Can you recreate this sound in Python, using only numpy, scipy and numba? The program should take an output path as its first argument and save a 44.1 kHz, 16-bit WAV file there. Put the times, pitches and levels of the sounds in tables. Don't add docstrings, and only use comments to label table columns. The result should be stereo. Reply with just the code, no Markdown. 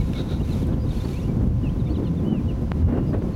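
import sys
import numpy as np
from scipy import signal
from scipy.fft import rfft, irfft
from scipy.io import wavfile
from scipy.ndimage import uniform_filter1d
from numba import njit

SR = 44100
rng = np.random.default_rng(int(sys.argv[2]) if len(sys.argv) > 2 else 0)


def dump(signal):
    limited = np.clip(np.atleast_2d(signal).T, -1, 1)
    pcm = np.round(limited * 32767).astype(np.int16)
    wavfile.write(sys.argv[1], SR, pcm)


N = 147735


# columns t/s, level/dB
RUMBLE_LEVEL = [(0, -23.5), (.25, -32), (.7, -23.5), (1.12, -31), (1.45, -24), (2.2, -29.5), (2.65, -28.5),
                (3.0, -22), (3.35, -31)]
FLUTTER_LEVEL = [(0, -30.5), (.7, -28.5), (1.15, -31), (1.4, -27.5), (1.7, -30), (2.35, -24.5), (2.62, -33),
                 (2.78, -32), (3.0, -23.5), (3.35, -26)]
# columns f/Hz, level/dB (per Hz)
RUMBLE_SPECTRUM = [(15, -55), (28, -7.5), (45, -1.5), (72, 2), (170, -5), (280, -22), (600, -69)]
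FLUTTER_SPECTRUM = [(60, -21.5), (130, -3), (240, -1.5), (330, -7), (450, -15.5), (700, -25.5), (1200, -38),
                    (2500, -49.5), (5000, -62)]
BUFFET_SPECTRUM = [(50, -3), (150, 1), (320, 8), (520, -2), (850, -11), (1500, -19), (2600, -31.5),
                   (8000, -64)]
# columns centre t/s, reach/s, level/dB
BUFFETS = [(0.694, 0.051, -20), (1.059, 0.017, -21), (1.407, 0.021, -22.5), (2.027, 0.059, -26),
           (2.341, 0.048, -19), (2.826, 0.0066, -16), (2.899, 0.09, -21.5), (2.983, 0.072, -13),
           (3.145, 0.029, -12.5), (3.223, 0.0045, -9.5)]
# columns centre t/s, reach/s, level/dB, vortex rate f/Hz
GUSTS = [(1.301, 0.021, -19, 184), (1.475, 0.17, -20, 119), (1.866, 0.1, -24, 53.6),
         (2.014, 0.047, -21, 272), (2.167, 0.089, -19, 164), (2.329, 0.1, -17, 223),
         (2.466, 0.036, -13, 98), (2.718, 0.007, -8, 133), (2.852, 0.034, -10.5, 88),
         (2.961, 0.18, -19.5, 243), (3.165, 0.079, -19, 87.6)]
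# columns t/s, spike height before the rebound is taken off/dB
POPS = [(.332, -4), (0.4463, -8), (0.9033, -12), (1.528, -3.5), (1.8188, -5), (1.858, -5.5), (1.919, -4.5),
        (1.983, -11), (2.12, -6), (2.668, -6), (2.718, 5.5), (2.827, -5.5), (2.845, -7), (3.025, -4),
        (3.096, -5), (3.1715, -0.5)]
# columns f/Hz, level/dB
CRACK_SPECTRUM = [(200, 0), (900, 0), (2000, -9), (4300, -23), (6000, -38), (16000, -49)]
# columns start t/s, length/s, start f/Hz, middle f/Hz, end f/Hz, level/dB
BIRD_NOTES = [(0, 0.024, 2230, 2230, 2090, -46.5), (.002, 0.031, 4180, 3750, 2440, -53),
              (0.142, 0.049, 2230, 2200, 2200, -49), (.397, 0.026, 2800, 2830, 3050, -51.5),
              (0.427, 0.022, 3920, 3800, 3400, -51.5), (0.48, 0.034, 3030, 2650, 2600, -56),
              (0.509, .042, 4080, 3930, 2970, -47.5), (0.622, 0.036, 4200, 3300, 2460, -51.5),
              (.722, 0.029, 4220, 3300, 2660, -51.5), (0.787, 0.075, 4580, 4870, 4670, -59.5),
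              (.905, 0.025, 3640, 3620, 3350, -55), (0.998, 0.022, 3330, 3620, 3500, -49),
              (1.127, 0.069, 2245, 2500, 2890, -52), (1.197, 0.025, 3500, 3620, 3400, -57),
              (1.2, 0.081, 2230, 2760, 2920, -54.5), (1.221, 0.022, 5950, 5750, 5250, -54.5),
              (1.281, 0.043, 2310, 2330, 2190, -55.5), (1.632, 0.062, 2990, 2700, 2380, -50.5),
              (1.682, 0.026, 2540, 3050, 3360, -56), (1.793, 0.026, 4150, 3800, 3480, -56.5),
              (1.855, 0.032, 3620, 3630, 3300, -57.5), (1.859, 0.052, 2160, 2550, 3600, -57),
              (1.895, 0.041, 4330, 4430, 4830, -55), (1.938, 0.033, 4110, 3250, 2680, -53),
              (1.955, 0.025, 4000, 3830, 3150, -52.5), (2.039, .05, 3830, 3020, 2680, -52.5),
              (2.046, 0.05, 4270, 4130, 3620, -58), (2.067, .026, 3370, 3620, 3120, -55.5),
              (2.17, 0.031, 3500, 3580, 3020, -55.5), (2.244, 0.16, 2830, 2970, 2240, -48),
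              (2.478, 0.044, 2930, 2860, 2360, -49), (3.057, .07, 4500, 4950, 4450, -59.5),
              (3.182, .036, 5050, 3900, 3200, -63), (3.33, 0.027, 4410, 4300, 4450, -55)]
# columns centre t/s, reach/s, broad hiss level/dB, ringing scuff level/dB, left over right/dB
CLOTH_STROKES = [(0.052, 0.47, -51.5, -60, 6.5), (0.187, 0.055, -62, -42, 0),
                 (0.326, 0.064, -57.5, -46, -1), (0.56, 0.18, -48, -58, 0.5), (0.945, 0.11, -55, -62, 3),
                 (1.098, 0.26, -48.5, -73, 1.5)]
# columns f/Hz, level/dB (per Hz)
RUSTLE_SPECTRUM = [(1400, 1.5), (1800, -4.5), (2250, 2.5), (3000, -1.5), (4100, -1), (5100, -6),
                   (6200, -4.5), (8500, -11.5), (11000, -7.5), (16000, -19)]
SCUFF_SPECTRUM = [(1000, -23), (1400, 3.5), (1800, -15), (3200, -10), (3800, 3), (4300, -7), (5000, -19),
                  (6000, -15.5), (8500, -45)]
# columns t/s, level/dB, centre f/Hz, left over right/dB
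TICKS = [(0.134, -30, 2300, 8), (0.669, -45, 8950, -1)]
# columns f/Hz, level/dB
STEADY_TONES = [(512, -47.5), (1024, -56.5), (5922, -76), (11186, -82)]
# columns f/Hz, level/dB (per Hz)
RUSH_SPECTRUM = [(100, 1), (450, -3.5), (800, -6), (1300, -14.5), (3000, -54)]
HISS_SPECTRUM = [(500, 4.5), (1500, 7), (3000, 2.5), (4500, -1.5), (6200, -4.5), (8700, -12.5),
                 (10700, -9.5), (13000, -19), (16000, -13)]

RUMBLE_TRIM_DB, FLUTTER_TRIM_DB = 5, 5.5
RUMBLE_PAN_DB, FLUTTER_PAN_DB = -5, 1.5
EDDY_RATE_HZ, EDDY_DEPTH_DB = 23.3, 3.5
GUST_SKIRT_DB = -24
POP_RISE_S, POP_FALL_S = .0008, .0004
POP_REBOUND_S = 0.0022
CRACK_DB = -7.5

BIRD_WAVER = .004
BIRD_ECHO_DB, BIRD_ECHO_S, BIRD_PAN_DB = -14, 0.055, 3.5
TWITTER_START_S, TWITTER_END_S, TWITTER_NOTE_S = .87, 1.16, .016
TWITTER_HZ, TWITTER_SPREAD, TWITTER_DB = 3930, 0.148, -56.5
CALL_S, CALL_REACH_S, CALL_HZ, CALL_WIDTH_HZ, CALL_DB = 2.98, 0.16, 2810, 500, -56

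TICK_DECAY_S = 0.0023
RUSH_DB, HISS_DB = -41.5, -53.5
TONE_WAVER_DB, TONE_DRIFT_RAD = 0.5, 1.93

DUCK_DB, DUCK_RELEASE_S, DUCK_SLOPE, DUCK_DELAY_S = -7, 0.083, 1.8, .0015
LIMIT_DB, LIMIT_ATTACK_S, LIMIT_RELEASE_S, LIMIT_SLOPE = -14.5, 0.0042, 0.041, 0.6
TOP_HZ = 15800


def undb(db):
    return 10 ** (np.asarray(db) / 20)


def times():
    return np.arange(N) / SR


def frequencies():
    return np.arange(N // 2 + 1) * SR / N


def curve(rows):
    return undb(np.interp(times(), *np.array(rows).T))


def colour(spectrum):
    hz, db = np.array(spectrum).T
    log_hz = np.log(np.maximum(frequencies(), 1))
    return undb(np.interp(log_hz, np.log(hz), db))


def pan(db):
    gains = undb(np.array([[db], [-db]]) / 2)
    return gains / np.sqrt(np.mean(gains ** 2))


def walk(rate):
    f = frequencies()
    lowpass = np.exp(-(f / rate) ** 2) * (f > 0)
    drift = irfft(rfft(rng.standard_normal(N)) * lowpass, N)
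    return drift / drift.std()


def noise(spectrum, likeness):
    pair = irfft(rfft(rng.standard_normal((2, N))) * colour(spectrum), N)
    shares = np.sqrt([[(1 + likeness) / 2], [(1 - likeness) / 2]])
    mid, side = pair / pair.std() * shares
    return np.array([mid + side, mid - side])


def swell(centre, reach):
    return np.exp(-2 * ((times() - centre) / reach) ** 2)


def wind():
    eddies = undb(EDDY_DEPTH_DB * walk(EDDY_RATE_HZ))
    eddies = eddies / np.sqrt(np.mean(eddies ** 2))
    rumble = noise(RUMBLE_SPECTRUM, likeness=0.43) * curve(RUMBLE_LEVEL)
    rumble = rumble * undb(RUMBLE_TRIM_DB) * pan(RUMBLE_PAN_DB)
    flutter = noise(FLUTTER_SPECTRUM, likeness=-0.31) * curve(FLUTTER_LEVEL)
    flutter = flutter * undb(FLUTTER_TRIM_DB) * pan(FLUTTER_PAN_DB)
    strikes = sum(undb(db) * swell(s, reach) for s, reach, db in BUFFETS)
    buffets = noise(BUFFET_SPECTRUM, likeness=-0.57) * strikes
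    return rumble + eddies * (flutter + buffets)


def gusts():
    throbs = 0
    for s, reach, db, hz in GUSTS:
        band = [(hz / 4, 2 * GUST_SKIRT_DB), (hz / 2, GUST_SKIRT_DB), (hz, 0),
                (hz * 2, GUST_SKIRT_DB), (hz * 20, -100)]
        throbs = throbs + noise(band, likeness=0) * undb(db) * swell(s, reach)
    return throbs


def pops():
    spikes = 0
    rebound_share = (POP_RISE_S + POP_FALL_S) / (2 * POP_REBOUND_S)
    for s, db in POPS:
        t = times() - s
        spike = np.exp(-(t / np.where(t < 0, POP_RISE_S, POP_FALL_S)) ** 2)
        rebound = np.exp(-(t / POP_REBOUND_S) ** 2) * rebound_share
        spikes = spikes + undb(db) * (spike - rebound)
    strongest_s = max(POPS, key=lambda row: row[1])[0]
    crack = np.roll(irfft(colour(CRACK_SPECTRUM), N), int((strongest_s + POP_FALL_S) * SR))
    return spikes * np.array([[-1], [1]]) - undb(CRACK_DB) * crack / crack.max()


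def bird():
    song = np.zeros(N)
    waver = 1 + BIRD_WAVER * walk(150)
    for start, length, first_hz, middle_hz, last_hz, db in BIRD_NOTES + twitter():
        u = (times() - start) / length
        on = (u > 0) & (u < 1)
        arc = np.polyfit([0, .5, 1], [first_hz, middle_hz, last_hz], 2)
        hz = np.polyval(arc, u[on]) * waver[on]
        envelope = np.sqrt(2 * np.sin(np.pi * u[on]))
        song[on] += undb(db) * envelope * np.sin(2 * np.pi * np.cumsum(hz) / SR)
    song = song * undb(2.3 * walk(66))
    tail = rng.standard_normal((2, N)) * np.exp(-times() / BIRD_ECHO_S)
    tail = tail / np.sqrt(np.sum(tail[0] ** 2))
    echo = signal.fftconvolve(song[None], tail, axes=1)[:, :N]
    return song * pan(BIRD_PAN_DB) + undb(BIRD_ECHO_DB) * echo


def twitter():
    chance = rng.uniform(-1.1, 1, size=(32, 3))
    starts = np.linspace(TWITTER_START_S, TWITTER_END_S, len(chance))
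    notes = []
    for start, (when, pitch, slide) in zip(starts, chance):
        glide = pitch + slide * np.array([1, 0, -1]) / 2
        hz = TWITTER_HZ * (1 + TWITTER_SPREAD * glide)
        notes.append((start + when * TWITTER_NOTE_S / 2, TWITTER_NOTE_S, *hz, TWITTER_DB))
    return notes


def far_call():
    band = [(CALL_HZ - CALL_WIDTH_HZ, -40), (CALL_HZ, 0), (CALL_HZ + CALL_WIDTH_HZ, -40)]
    return noise(band, likeness=1) * swell(CALL_S, CALL_REACH_S) * undb(CALL_DB)


def cloth():
    hiss = noise(RUSTLE_SPECTRUM, likeness=0.82)
    scuff = noise(SCUFF_SPECTRUM, likeness=1.0)
    strokes = 0
    for s, reach, hiss_db, scuff_db, pan_db in CLOTH_STROKES:
        fabric = undb(hiss_db) * hiss + undb(scuff_db) * scuff
        strokes = strokes + swell(s, reach) * fabric * pan(pan_db)
    return strokes * undb(1.3 * walk(140))


def ticks():
    contacts = 0
    for s, db, hz, pan_db in TICKS:
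        t = times() - s
        band = [(hz / 4, -25), (hz, 0), (hz * 2, -14), (hz * 4, -32)]
        decay = (t >= 0) * np.exp(-abs(t) / TICK_DECAY_S)
        contacts = contacts + noise(band, likeness=0.73) * decay * undb(db) * pan(pan_db)
    return contacts


def steady_tones(rows):
    tones = 0
    for hz, db in rows:
        level = undb(db + TONE_WAVER_DB * walk(14.0)) * np.sqrt(2)
        phase = 2 * np.pi * hz * times() + TONE_DRIFT_RAD * walk(14.8)
        tones = tones + level * np.sin(phase)
    return tones


def turbine():
    rush = noise(RUSH_SPECTRUM, likeness=0.11) * undb(RUSH_DB + .5 * walk(5.7))
    return rush + steady_tones(STEADY_TONES[:2])


def microphone_hiss():
    return noise(HISS_SPECTRUM, likeness=0.67) * undb(HISS_DB) + steady_tones(STEADY_TONES[2:])


def scene():
    microphone_wind = wind() + gusts() + pops()
    birds = bird() + far_call()
    return microphone_wind + birds + cloth() + ticks() + turbine() + microphone_hiss()


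@njit
def follow(x, attack, release):
    out, level = np.empty(len(x)), 0.
    for i in range(len(x)):
        level += (x[i] - level) * (attack if x[i] > level else release)
        out[i] = level
    return out


def record(dry):
    mid, side = (dry[0] + dry[1]) / 2, (dry[0] - dry[1]) / 2
    peak = follow(np.abs(side), 1., 1 / (DUCK_RELEASE_S * SR))
    peak = np.roll(peak, int(DUCK_DELAY_S * SR))
    duck = np.maximum(peak / undb(DUCK_DB), 1) ** -DUCK_SLOPE
    side = side * uniform_filter1d(duck, size=64)
    narrowed = np.array([mid + side, mid - side])

    loudest = np.abs(narrowed).max(axis=0)
    level = follow(loudest, 1 / (LIMIT_ATTACK_S * SR), 1 / (LIMIT_RELEASE_S * SR))
    cut = np.maximum(level / undb(LIMIT_DB), 1) ** LIMIT_SLOPE
    clipped = np.clip(narrowed / cut, -1, 1)
    top_cut = signal.ellip(10, .1, 80, TOP_HZ, fs=SR, output="sos")
    return signal.sosfilt(top_cut, clipped)


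dry = scene()
out = record(dry)
dump(out)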